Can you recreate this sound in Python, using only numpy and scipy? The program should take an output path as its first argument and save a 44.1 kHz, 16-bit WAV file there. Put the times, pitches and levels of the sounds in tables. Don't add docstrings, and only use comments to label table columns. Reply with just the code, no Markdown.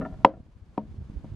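import sys
import numpy as np
from scipy import signal
from scipy.io import wavfile

SR = 44100
rng = np.random.default_rng(int(sys.argv[2]) if len(sys.argv) > 2 else 0)


def persist_wave(psi):
    counts = np.round(np.clip(psi, -1, 1) * 32767).astype(np.int16)
    wavfile.write(sys.argv[1], SR, np.atleast_2d(counts).T)


def natural_amplitude(level_db):
    exponent = np.asarray(level_db, float) / 20
    return 10 ** exponent


N = 59535
LEAD_S = 0.05
LONG_N = N + int(LEAD_S * SR)

# start_s, level_db, contact_cutoff_hz, planks_relative_db, second_touch_relative_db
BLOWS = [
    (-.03, -18.5, 703.6, 4.5, 0.5),
    (0.2474, -8.5, 2594, 4.5, 4),
]
# start_s, level_db, contact_cutoff_hz, planks_relative_db
TAPS = [
    (0.7762, -41, 4070, -9.5),
    (0.779, -22, 2542, 3),
    (1.244, -48, 900, 11),
]
# time_s, level_db
BREEZE = [(0.0, -49), (0.13, -51), (0.206, -50), (0.348, -47), (0.6, -60.5), (0.816, -50.5), (0.966, -48),
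          (1.35, -49.5)]


def rms_one(x):
    return x / np.sqrt(np.mean(x ** 2) + 1e-20)


def at_hz(points, hz):
    table_hz, value = np.transpose(points)
    return np.interp(np.log(hz), np.log(table_hz), value)


def drift(rate_hz):
    r = np.exp(-80 * np.pi * rate_hz / SR)
    white = rng.standard_normal(N // 40 + 2002)
    slow = rms_one(signal.lfilter([1], [1, -2 * r, r * r], white)[2000:])
    return np.interp(np.arange(N) / 40, np.arange(len(slow)), slow)


def soft(x, hz):
    r = np.exp(-2 * np.pi * hz / SR)
    return signal.lfilter([(1 - r) ** 2], [1, -2 * r, r * r], x + 1e-18)


def butter(x, hz, kind):
    return signal.sosfilt(signal.butter(2, hz, kind, fs=SR, output="sos"), x)


def click(start_s, level_db):
    x = np.zeros(LONG_N)
    x[int((start_s + LEAD_S) * SR)] = natural_amplitude(level_db)
    return x


def dying(start_s, t60_s):
    t = np.arange(LONG_N) / SR - LEAD_S - start_s
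    return (t >= 0) * natural_amplitude(-60 * np.maximum(t, 0) / t60_s)


def body(force, modes):
    out = 0
    for hz, level_db, t60_s in modes:
        r = natural_amplitude(-60 / (t60_s * SR))
        w = 2 * np.pi * hz / SR
        ring = signal.lfilter([0, np.sin(w)], [1, -2 * r * np.cos(w), r * r], force + 1e-18)
        out = out + natural_amplitude(level_db) * ring
    return out


def banded_noise(spectrum, low_hz, count, patchy_db, rate_hz):
    # frequency_hz, likeness_0_to_1
    likeness = [(40, 1), (100, 0.39), (200, 0.88), (500, 0.88), (1000, 0.76), (2000, 0.26), (5000, 0.53),
                (12000, 0.11)]
    out, together = 0, drift(rate_hz)
    edges_hz = low_hz * 2 ** (np.arange(count + 1) / 2)
    white = rng.standard_normal((2, 2, N + 4000))
    for k, (low, high) in enumerate(zip(edges_hz, edges_hz[1:])):
        mid, side = butter(white[k % 2], [low, high], "band")[:, -N:]
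        hz = np.sqrt(low * high)
        alike = np.clip(at_hz(likeness, hz), 0, 1)
        flicker_db = patchy_db * (together + 0.22 * drift(rate_hz))
        stereo = np.sqrt(1 + alike) * mid + np.sqrt(1 - alike) * side * [[1], [-1]]
        out = out + natural_amplitude(at_hz(spectrum, hz) + flicker_db) * stereo
    return rms_one(out)


def breeze_level_db():
    return np.interp(np.arange(N) / SR, *np.transpose(BREEZE))


def distant_hiss():
    # frequency_hz, level_db_per_hz
    hiss_spectrum = [(300, -5.5), (500, -9), (1000, -13), (2000, -20), (4000, -25.5), (8000, -34.5),
                     (12000, -47.5), (16000, -57.5)]
    breeze_db = breeze_level_db()
    level_db = -62 + 0.11 * (breeze_db - breeze_db.mean())
    return natural_amplitude(level_db) * banded_noise(hiss_spectrum, 300, count=12, patchy_db=0.88, rate_hz=20)


def wind():
    # frequency_hz, level_db_per_hz
    wind_spectrum = [(20, -20.5), (50, -2), (90, -9), (150, -6), (250, -17.5), (450, -36)]
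    noise = banded_noise(wind_spectrum, 14, count=9, patchy_db=4.0, rate_hz=75)
    return natural_amplitude(breeze_level_db() + 7.5) * noise


def buffets():
    # start_s, level_db, swing_hz, left_minus_right_db
    gusts = [(0.126, -37.5, 80, 4), (0.187, -45, 62.2, 4), (0.398, -39, 60, 3), (0.557, -37.5, 85, 11),
             (0.621, -33, 77, 8), (0.689, -43, 58.5, 2), (0.517, -41, 46.3, 0), (0.892, -38, 89.94, 15.5),
             (0.914, -31, 74, -8), (0.982, -24.5, 90.9, -2), (1.016, -28.5, 68, -2.5),
             (1.047, -41.5, 59, 1), (1.08, -44, 81.5, 0.5), (1.164, -23.5, 56.1, -6), (1.3172, -30, 86, -8)]
    length_cycles = 1.38
    out, t = np.zeros((2, N)), np.arange(N) / SR
    for start_s, level_db, hz, pan_db in gusts:
        cycles = (t - start_s) * hz - 0.5
        swing = np.exp(-(2 * cycles / length_cycles) ** 2) * np.cos(2 * np.pi * cycles)
        out += natural_amplitude(level_db) * swing * natural_amplitude(pan_db * np.array([[0.5], [-0.5]]))
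    return out


def yard_tail():
    # frequency_hz, level_db_per_hz
    yard_spectrum = [(150, -4.5), (300, 5), (700, 1), (1200, -19), (2500, -20.5), (5000, -32),
                     (9000, -50.5)]
    # frequency_hz, t60_s
    yard_t60 = [(200, .3), (700, .2), (2000, 0.11), (6000, 0.023)]
    yard_db, tap_db, rise_s, air_cut_hz = -18.5, -5, 0.018, 5400
    touches = [(s, db, hz, planks_db) for s, db, hz, planks_db, _ in BLOWS]
    touches += [(s, db + tap_db, hz, planks_db) for s, db, hz, planks_db in TAPS]
    noise = rng.standard_normal((2, LONG_N))
    tail, edges_hz = 0, 130 * 2 ** (np.arange(13) / 2)
    for low, high in zip(edges_hz, edges_hz[1:]):
        hz = np.sqrt(low * high)
        strength = 0
        for start_s, level_db, contact_hz, planks_db in touches:
            gain = natural_amplitude(level_db + 0.4 * planks_db) / (1 + (hz / contact_hz) ** 2)
            swell = dying(start_s, at_hz(yard_t60, hz)) - dying(start_s, rise_s)
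            strength = strength + gain * swell
        band = butter(strength * noise, [low, high], "band")
        tail = tail + 10 * natural_amplitude(yard_db + at_hz(yard_spectrum, hz)) * band
    return butter(tail, air_cut_hz, "low")[:, -N:]


def table_thuds():
    # start_s, level_db
    thuds = [
        (-.0035, -23),
        (0.032, -32.5),
        (.098, -36.5),
        (.163, -39.5),
    ]
    # frequency_hz, level_db, t60_s
    table_modes = [(178.6, -1, 0.21), (203, -6, 0.29)]
    force = sum(click(start_s, level_db) for start_s, level_db in thuds)
    return body(soft(force, 350.0), table_modes)[-N:]


def dish():
    # start_s, level_db, edge_relative_to_base_db
    rattles = [(.0128, -37.5, 7), (.016, -34, -5.5), (.024, -34.5, -0.5), (.0385, -46, 0), (.051, -37.5, 8),
               (.0595, -32, -9.5), (.085, -48, -6.5), (.1, -50, -7), (.112, -49, -9), (.125, -47.5, -6.5),
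               (0.141, -49.5, -0.5), (.165, -54.5, -6), (.19, -53.5, -8.5), (.203, -52, -9.5),
               (.215, -50, -9), (.338, -39, -6), (.37, -42.5, -11), (.395, -50.5, -13), (.465, -55.5, -11)]
    # frequency_hz, level_db, t60_s
    base_modes = [(269.6, -5.5, 0.13), (310, -11.5, .06), (407, -8.5, .05), (520, -10.5, 0.041),
                  (643.7, 0.5, .06), (673, -7, 0.048), (738, -4.5, 0.076), (920, -10, 0.035),
                  (948, -10.5, 0.049)]
    # frequency_hz, level_db, t60_s
    edge_modes = [(1320, -4, 0.022), (1380, -12, 0.11), (1753, -8, .03), (2037, -22, .03),
                  (2680, -21.5, 0.04), (3530, -29.5, 0.19)]
    chatter_db, chatter_t60_s = -23.5, 0.05
    noise = rng.standard_normal(LONG_N)
    base, edge = 0, 0
    for start_s, level_db, edge_db in rattles:
        buzz = natural_amplitude(level_db + chatter_db) * noise * dying(start_s, chatter_t60_s)
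        touch = click(start_s, level_db) + buzz
        base = base + touch
        edge = edge + natural_amplitude(edge_db) * touch
    base_ring = body(soft(soft(base, 1500.0), 1800.0), base_modes)
    edge_ring = body(soft(soft(edge, 3200.0), 3600.0), edge_modes)
    return (base_ring + edge_ring)[-N:]


def rim_taps():
    # frequency_hz, level_db, t60_s
    rim_modes = [(438, -5, 0.066), (756, 3.5, 0.032), (930, 5.5, 0.047), (1106, -25, 0.074),
                 (1640, -19.5, .02), (2370, -13.5, .014), (2900, -17, 0.0074), (3180, -22.5, 0.012),
                 (3760, -36, 0.025)]
    # frequency_hz, level_db, t60_s
    under_modes = [(148, -20.5, 0.093), (214, -3, 0.21), (273.5, 5.5, 0.035), (541, -6, 0.059),
                   (622.4, -13.5, 0.13)]
    under_lag_s = 0.00059
    out = 0
    for start_s, level_db, contact_hz, planks_db in TAPS:
        force = soft(click(start_s, level_db), contact_hz)
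        late = np.roll(force, int(under_lag_s * SR))
        out = out + body(force, rim_modes) - natural_amplitude(planks_db) * body(late, under_modes)
    return out


def pestle_blows():
    # frequency_hz, level_db, t60_s
    mortar_modes = [(758.5, -4.5, .033), (924.5, -1.5, .034), (968, 2.5, .032), (1290, -1, 0.0069),
                    (1586, -20, .04), (1810, -21.5, .02), (2087, -13, 0.019), (2736, -8, 0.018),
                    (3284, -8.5, .016), (3420, -17, 0.022), (4500, -21.5, 0.035), (6483, -23, .012),
                    (8310, -30, .01)]
    # frequency_hz, level_db, t60_s
    wall_modes = [(537.7, -6.5, 0.15), (628.3, -20, 0.17), (692, -28, .3)]
    # frequency_hz, level_db, t60_s
    plank_modes = [(209, -18.5, 0.17), (291, -3.5, 0.019), (358, -24, .06), (444, -17.5, .06)]
    rebound_s = 0.001
    grit_db, grit_t60_s, grit_hz = -33.5, 0.11, 900
    crack_db, crack_t60_s, crack_cutoff_ratio = -21, 0.014, 0.7
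    crack_noise, grit_noise = rng.standard_normal((2, LONG_N))
    crack_noise = np.diff(crack_noise, prepend=0)
    out = 0
    for start_s, level_db, contact_hz, planks_db, second_db in BLOWS:
        grit = 2 * natural_amplitude(level_db + grit_db) * soft(grit_noise * dying(start_s, grit_t60_s), grit_hz)
        second = click(start_s + rebound_s, level_db + second_db) + grit
        touches = np.array([click(start_s, level_db), second])
        first, push = soft(soft(touches, contact_hz), 2 * contact_hz)
        crack = soft(crack_noise * dying(start_s, crack_t60_s), crack_cutoff_ratio * contact_hz)
        crack = 10 * natural_amplitude(level_db + second_db + crack_db) * soft(crack, 8200.0)
        out = out + body(first + push, mortar_modes) + crack
        out = out - body(push, wall_modes) - natural_amplitude(planks_db) * body(push, plank_modes)
    return out


def knocks():
    return butter(pestle_blows() + rim_taps(), 149.57, "high")[-N:]


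def scene():
    pan_db, side_lag_s, side_db, port_lag, yard_side_db = 1.5, 0.0003, -39.5, 0.65, -15.5
    near = knocks() + dish() + table_thuds()
    tail = yard_tail()
    tail, spread = tail[0], tail[1]
    late = np.interp(np.arange(N) - side_lag_s * SR, np.arange(N), near)
    side = natural_amplitude(side_db) * late + port_lag * np.gradient(near) + natural_amplitude(yard_side_db) * spread
    centre = (near + tail) * natural_amplitude(pan_db * np.array([[0.5], [-0.5]]))
    return centre + side * [[1], [-1]] + wind() + buffets() + distant_hiss()


def low_pass(x):
    return signal.sosfilt(signal.butter(12, 14800, fs=SR, output="sos"), x)


def record(dry):
    duck_from_db, duck_share, back_db_per_s, attack_hz = -18.5, 0.35, 23, 20
    clip_top, clip_knee = 1.03, 6.0
    recovery_db = back_db_per_s * np.arange(N) / SR
    peak_db = 20 * np.log10(np.abs(dry).max(axis=0) + 1e-9)
    held_db = np.maximum.accumulate(peak_db + recovery_db) - recovery_db
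    x = dry * natural_amplitude(-duck_share * soft(np.maximum(held_db - duck_from_db, 0), attack_hz))
    x = x / (1 + np.abs(x / clip_top) ** clip_knee) ** (1 / clip_knee)
    return low_pass(x)


dry = scene()
out = record(dry)
persist_wave(out)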